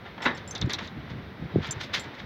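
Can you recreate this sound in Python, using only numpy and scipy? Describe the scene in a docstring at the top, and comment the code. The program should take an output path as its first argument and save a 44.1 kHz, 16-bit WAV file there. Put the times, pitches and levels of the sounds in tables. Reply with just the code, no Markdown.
"""Rigging on a sailing boat

On deck near shore, a heavy fitting clunks against taut rigging and excites its modes. Wire stays snap
in short falling chirps, since bending waves carry the treble fastest. A line rasps in short pulls of
stick-slip friction, a small metal piece clinks and links jingle. Dull knocks and wind buffets lie over
a soft wash of water."""
import sys
import numpy as np
from scipy import signal
from scipy.fft import rfft, irfft
from scipy.io import wavfile
from scipy.ndimage import uniform_filter1d

SR = 44100
rng = np.random.default_rng(int(sys.argv[2]) if len(sys.argv) > 2 else 0)


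def transcribe(signal):
    """Save signal, clipped to [-1, 1], as a 16-bit WAV file at the path in sys.argv[1]."""
    frames = np.atleast_2d(signal).T
    limited = np.clip(frames, -1, 1)
    pcm = np.round(limited * 32767).astype(np.int16)
    wavfile.write(sys.argv[1], SR, pcm)


N = 99225

# Spectra of the sources. Each row: frequency in Hz, relative level in dB.
WATER_SPECTRUM = [(30, -26), (150, 0.5), (330, 2), (520, -0.5), (750, -3), (1300, -4.5), (2050, -3.5),
                  (2700, -12), (3700, -10.5), (4600, -20.5), (5800, -28), (7200, -46), (9500, -48.5),
                  (12000, -41), (16000, -41)]
WIND_SPECTRUM = [(20, -40), (40, -19.5), (62, -4), (85, 1.5), (140, -1), (220, -3.5), (330, -13),
                 (600, -21), (1500, -44), (16000, -88)]
LINK_SPECTRUM = [(2000, -25), (5400, 5), (6500, 1), (7400, 1), (8600, -24.5), (9400, -17), (9900, -19),
                 (10500, -11), (11200, -13), (12200, -16), (14000, -15), (16000, -22)]
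TICK_SPECTRUM = [(2000, -32), (5200, 10), (7300, -10), (8800, -18), (16000, -27)]
LINE_SPECTRUM = [(100, -28.5), (300, -9.5), (650, -10.5), (900, -4.5), (1150, -6), (1500, -0.5), (2100, 0),
                 (2750, -5), (3600, -1), (4500, -8.5), (6300, -19), (8400, -41), (15000, -43)]
CHIRP_SPECTRUM = [(500, -33), (2000, -24), (3000, -6), (3900, 5.5), (5000, 2.5), (6300, 2.5), (7300, -5.5),
                  (8700, -30), (12000, -23.5), (16000, -44)]
END_FITTING_SPECTRUM = [(500, -14.5), (1800, -16.5), (3000, -15), (3550, 0.5), (3950, 0.5), (4450, -14.5),
                        (5900, -16.5), (7000, -28), (8500, -40), (16000, -46)]
CRASH_SPECTRUM = [(60, -50), (130, -21), (240, -1), (400, -5), (540, -3.5), (680, -10), (1070, -2),
                  (1290, -6), (1500, -1), (1950, 2.5), (2400, -8), (3000, -12), (3750, -7), (4300, -19),
                  (6000, -30), (9000, -56), (16000, -57)]
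# Envelopes of the water and the wind. Each row: time in seconds, level in dB.
WASH_LEVELS = [(0, -47.5), (.35, -46), (.6, -44), (.8, -42.5), (.92, -47), (1.12, -44.5), (1.35, -47.5),
               (1.6, -43), (1.9, -43), (2.06, -41.5), (2.25, -46.5)]
GUST_LEVELS = [(0, -47.5), (.3, -46.5), (.58, -45), (.65, -31), (.73, -47.5), (.83, -40), (.9, -49),
               (.98, -35), (1.05, -45.5), (1.16, -40), (1.25, -43), (1.37, -47), (1.44, -37), (1.51, -48),
               (1.58, -27), (1.66, -48), (1.96, -44.5), (2.15, -54.5), (2.25, -38)]
# Dull knocks. Each row: peak time in seconds, level in dB, centre pitch in Hz, length in seconds.
KNOCK_PULSES = [(.629, -21.5, 133, 0.005), (.647, -18.5, 123, 0.0064), (0.677, -22.5, 300, 0.0042),
                (.671, -25, 126, 0.0084), (.826, -34, 208, 0.0088), (0.977, -29.5, 248, 0.0039),
                (.989, -27.5, 108, 0.0054), (1.119, -28, 131, 0.0066), (1.137, -30.5, 178, 0.0041),
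                (1.426, -22.5, 190, 0.0035), (1.455, -32, 159, 0.022), (1.55, -22.5, 151, 0.0084),
                (1.5595, -17.5, 488, 0.0017), (1.562, -11.5, 310, 0.0031), (1.568, -17.5, 145, 0.0074),
                (1.582, -21.5, 168, 0.0075), (1.587, -21.5, 367, 0.0036), (1.608, -27, 106, .011),
                (1.694, -27, 135, 0.0071), (1.771, -28.5, 117, 0.0068)]
# Shifts of small links. Each row: peak time in seconds, level in dB, half-width in seconds.
LINK_SHIFTS = [(0.246, -52, 0.018), (1.672, -53.5, .008)]
# Touches of the small metal piece. Each row: start in seconds, level in dB, weights in dB of mode 1,
# of mode 2 and of modes 5 upward, time to fall 60 dB in seconds, delay until damping in seconds.
METAL_TOUCHES = [(.2209, -53.5, 14, 2, 8, 0.077, .03), (0.2316, -53, -5, 0, 0, 0.091, .065),
                 (.3486, -57, 9.5, -8, 3, 0.11, .024), (0.4764, -41, -12, -19, -5, 0.16, .034),
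                 (.5098, -39.5, 0, 10, 0, 0.053, 0.034), (.5135, -49, -5, 0, 6, 0.071, 0.045),
                 (1.7092, -27, -21, -5.5, -4, 0.094, 0.019), (1.7173, -39, -12, 10, -4, .05, .02),
                 (1.996, -39, -15, -12, 3, 0.1, 0.087)]
# Modes of the small metal piece. Each row: frequency in Hz, level in dB.
METAL_MODES = [(5394, -0.5), (6190, -1), (7245, 0), (7310, -9), (7730, -11.5), (8960, -19.5), (9330, -22),
               (10480, -30), (12330, -21), (13820, -40)]
# Pulls of the line. Each row: peak time in seconds, level in dB, rise and decay in seconds,
# tilt in dB per octave.
LINE_PULLS = [(.066, -42, 0.013, 0.032, -6.5), (.18, -36.5, 0.0017, 0.0092, -8.5),
              (.207, -38.5, 0.0041, 0.018, -9.5), (.23, -33.5, .012, 0.082, -5),
              (.382, -46.5, 0.013, 0.029, -1.5), (.555, -39.5, .015, 0.02, -15),
              (.699, -33.5, .004, 0.022, -2), (0.712, -35.5, 0.0046, 0.028, -1.5),
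              (.742, -42, 0.011, .018, -14), (0.788, -34.5, 0.0049, 0.024, -4),
              (0.813, -36.5, 0.0093, 0.011, -10.5), (.85, -43.5, 0.039, .03, 2),
              (1.105, -47, .01, 0.016, 0), (1.655, -36.5, 0.033, 0.067, -1.5),
              (1.817, -34, 0.014, 0.015, 2.5), (1.841, -37.5, 0.011, 0.016, 4.5),
              (1.943, -23.5, 0.0079, 0.023, 2.5), (1.975, -32.5, 0.0068, 0.018, 2),
              (2.041, -46, .005, 0.025, 2), (2.148, -49, 0.0071, 0.017, 1), (2.2, -42.5, 0.018, 0.024, -2)]
# Snaps of the wire stays. Each row: start in seconds, level in dB, tilt in dB per octave.
STAY_SNAPS = [(.3705, -47, 0), (.3755, -45.5, 1), (0.5474, -32.5, -6), (.554, -33, -9.5), (0.576, -40, -4),
              (0.6103, -27.5, -8), (.657, -53, 3), (0.6929, -37, -4), (.7002, -31.5, -1.5),
              (0.7304, -22, 0), (.7865, -38.5, -4), (.8705, -42.5, -6)]
# Contacts of the heavy fitting. 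Each row: start in seconds, relative level in dB.
FITTING_CONTACTS = [(0.2529, -5.5), (0.2573, 0.5), (.262, 2), (0.2807, -7.5), (0.3082, -14)]
# Modes of the taut rigging. Each row: frequency in Hz, level in dB, time to fall 60 dB in seconds.
RIGGING_MODES = [(150, -13, .25), (250, -7, .25), (285, -10, .12), (348, -10, .2), (541, -7, .1),
                 (939, -6, .13), (1107, -4, .11), (1211, -7, .16), (1312, -8, .2), (1456, -2, .1),
                 (1683, 2, .15), (1784, -2, .19), (1892, -2, .14), (2045, -1, .2), (3677, -4, .12),
                 (3815, -7, .12)]


def undb(db):
    """Amplitude ratio of a level in decibels."""
    return 10 ** (np.asarray(db) / 20)


def gains(spectrum, hz):
    """Gains of a spectrum, interpolated on a logarithmic frequency axis."""
    frequencies, db = np.array(spectrum, float).T
    return undb(np.interp(np.log(hz + 1), np.log(frequencies), db))


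def colour(x, spectrum, tilt_db=0):
    """Filtering by a spectrum and a tilt per octave, scaled to unit rms."""
    hz = np.arange(len(x) // 2 + 1) * SR / len(x)
    octaves = np.log2(np.clip(hz, 700, 8000) / 2000)
    shaped = irfft(rfft(x) * gains(spectrum, hz) * undb(tilt_db * octaves), len(x))
    return shaped / shaped.std()


def noise(spectrum, size=N, tilt_db=0):
    """Coloured Gaussian noise of unit rms."""
    return colour(rng.standard_normal(size), spectrum, tilt_db)


def flicker(rate_hz):
    """Slow modulation: random steps smoothed by two moving averages."""
    hold = int(SR / rate_hz)
    steps = np.repeat(rng.standard_normal(200), hold)[:N]
    return 1.3 * uniform_filter1d(uniform_filter1d(steps, hold), hold)


def envelope(levels):
    """Gain over time, interpolated in decibels."""
    return undb(np.interp(seconds(N), *np.array(levels).T))


def add(out, start, x):
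    """Superposition of a sound from a start time in seconds."""
    i = int(round(start * SR))
    x = x[max(-i, 0):N - i]
    out[max(i, 0):max(i, 0) + len(x)] += x


def seconds(size):
    """Time axis of a given number of samples."""
    return np.arange(size) / SR


def water():
    """Ripples along the hull sum to noise: four bands flicker independently under a steady hiss."""
    rest, bands = noise(WATER_SPECTRUM), np.zeros(N)
    flicker_db = 0.67
    for edge_hz in (600, 1400, 3000, 7000):
        band = signal.sosfiltfilt(signal.butter(3, edge_hz, fs=SR, output="sos"), rest)
        bands += band * undb(flicker_db * flicker(rate_hz=40))
        rest = rest - band
    return bands * envelope(WASH_LEVELS) + rest * undb(-42.5)


def wind():
    """Pressure fluctuations of wind on the microphone make low, fluttering buffets."""
    flutter = undb(1.5 * flicker(rate_hz=30))
    return noise(WIND_SPECTRUM) * envelope(GUST_LEVELS) * flutter


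def knocks():
    """Soft impacts give low pulses of a cycle or two; the pitch falls as the contact softens."""
    out, t = np.zeros(N), seconds(8192)
    middle, pitch_sag = t.mean(), 0.24
    for peak, db, hz, length in KNOCK_PULSES:
        progress = (t - middle) / length
        cycles = np.cumsum(hz * (1 - pitch_sag * np.tanh(progress))) / SR
        tone = np.cos(2 * np.pi * (cycles - cycles[len(t) // 2]))
        add(out, peak - middle, undb(db) * tone / np.cosh(1.98 * progress))
    return out


def link_jingles():
    """Small links shift against each other; their collisions merge into brief, shimmering noise."""
    t, hold = seconds(N), 64
    hiss = noise(LINK_SPECTRUM)
    shimmer = undb(3 * np.repeat(rng.standard_normal(N // hold + 1), hold)[:N])
    swells = sum(undb(db) * np.exp(-((t - peak) / width) ** 2) for peak, db, width in LINK_SHIFTS)
    return hiss * shimmer * swells


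def metal_clinks():
    """A struck metal piece rings until a touch damps it; the point of contact weights its modes."""
    out, t = np.zeros(N), seconds(8192)
    contact_s, damping_s, tick_s, tick_db = 0.0003, 0.004, 0.001, 2
    onset = 1 - np.exp(-(t / contact_s) ** 2)
    for start, db, first_db, second_db, top_db, t60, free_s in METAL_TOUCHES:
        weights_db = [first_db, second_db, 0, 0] + [top_db] * (len(METAL_MODES) - 4)
        ring = np.zeros(len(t))
        for (hz, mode_db), weight_db in zip(METAL_MODES, weights_db):
            detuned_hz = hz * (1 + 0.0014 * rng.standard_normal())
            ring += undb(mode_db + weight_db) * np.sin(2 * np.pi * (detuned_hz * t + rng.random()))
        ring *= np.exp(-np.log(1000) * t / t60 - np.maximum(t - free_s, 0) / damping_s)
        tick = noise(TICK_SPECTRUM, len(t)) * np.exp(-t / tick_s)
        add(out, start, undb(db) * onset * (ring + undb(tick_db) * tick))
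    return out


def line_rasps():
    """Stick-slip friction: a line moves in dense tiny jerks, and each pull swells and dies away."""
    out, t = np.zeros(N), seconds(16384)
    slips_per_s, spread_db, hiss_gain, lead_s = 4000, 3.5, 0.73, 0.1
    for peak, db, rise, decay, tilt_db in LINE_PULLS:
        slips = (rng.random(len(t)) < slips_per_s / SR) * rng.standard_normal(len(t))
        slips *= undb(spread_db * rng.standard_normal(len(t)))
        friction = slips / slips.std() + hiss_gain * rng.standard_normal(len(t))
        rasp = colour(friction, LINE_SPECTRUM, tilt_db)  # a brighter tilt stands for a faster pull
        swell = np.exp(-(np.minimum(t - lead_s, 0) / rise) ** 2 - np.maximum(t - lead_s, 0) / decay)
        add(out, peak - lead_s, undb(db) * swell * rasp)
    return out


def stay_snaps():
    """Dispersion of bending waves in a wire gives a falling chirp; it reflects, and the end rings."""
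    out, t = np.zeros(N), seconds(8192)
    lag_s = 0.0062  # 4 kHz arrives this much later than 12 kHz
    echo_s, echo_db, tail_s, tail_db = 0.0071, -3, 0.01, -7.5
    scatter, scatter_s = 0.9, 0.0013  # the strands of the wire smear each wave
    hz = np.arange(len(t) // 2 + 1) * SR / len(t)
    octaves = np.log2(np.clip(hz, 2000, 12000) / 4000)
    slowness = (np.sqrt(12000 / np.maximum(hz, 300)) - 1) / (np.sqrt(3) - 1)
    group_delay = 0.00094 + lag_s * slowness
    travel = np.exp(-2j * np.pi * np.cumsum(group_delay) * hz[1])
    chirp = irfft(gains(CHIRP_SPECTRUM, hz) * travel)
    echo = np.roll(irfft(gains(END_FITTING_SPECTRUM, hz) * travel), int(echo_s * SR))
    wave = chirp / abs(chirp).max() + undb(echo_db) * echo / abs(echo).max()
    swell = (t / tail_s * np.exp(1 - t / tail_s)) ** 2
    for start, db, tilt_db in STAY_SNAPS:
        strands = rng.standard_normal(len(t)) * np.exp(-t / scatter_s)
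        smear = (1 + scatter * rfft(strands) / np.linalg.norm(strands)) / np.hypot(1, scatter)
        tail = undb(tail_db) * swell * noise(END_FITTING_SPECTRUM, len(t))
        spectrum = (rfft(wave) * smear + rfft(tail)) * undb(tilt_db * octaves)
        add(out, start, undb(db) * irfft(spectrum))
    return out


def fitting_clunk():
    """Quick impacts of a heavy fitting excite the rigging's modes; dense, short ones merge as a crash."""
    out, t = np.zeros(N), seconds(16384)
    ring_db, crash_db, tail_db = -30.5, -19, -14.5
    contact_s, crash_s, tail_s = 0.00034, 0.011, 0.058
    onset = 1 - np.exp(-t / contact_s)
    for start, db in FITTING_CONTACTS:
        ring = np.zeros(len(t))
        for hz, mode_db, t60 in RIGGING_MODES:
            decay = np.exp(-np.log(1000) * t / t60)
            ring += undb(mode_db) * np.sin(2 * np.pi * (hz * t + rng.random())) * decay
        crash = noise(CRASH_SPECTRUM, len(t)) * np.exp(-t / crash_s)
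        dull_tail = noise(CRASH_SPECTRUM, len(t), tilt_db=-8) * np.exp(-t / tail_s)
        crash += undb(tail_db) * dull_tail
        add(out, start, undb(db) * onset * (undb(ring_db) * ring + undb(crash_db) * crash))
    return out


def scene():
    """The pressures of rigging, knocks, wind and water add in one channel."""
    rigging = metal_clinks() + link_jingles() + stay_snaps() + fitting_clunk() + line_rasps()
    return (rigging + knocks() + wind() + water())[None]


def record(dry):
    """Band limiting: a steep elliptic low-pass removes the highest treble."""
    cutoff_hz = 16000
    return signal.sosfilt(signal.ellip(8, 0.2, 70, cutoff_hz, fs=SR, output="sos"), dry)


dry = scene()
out = record(dry)
transcribe(out)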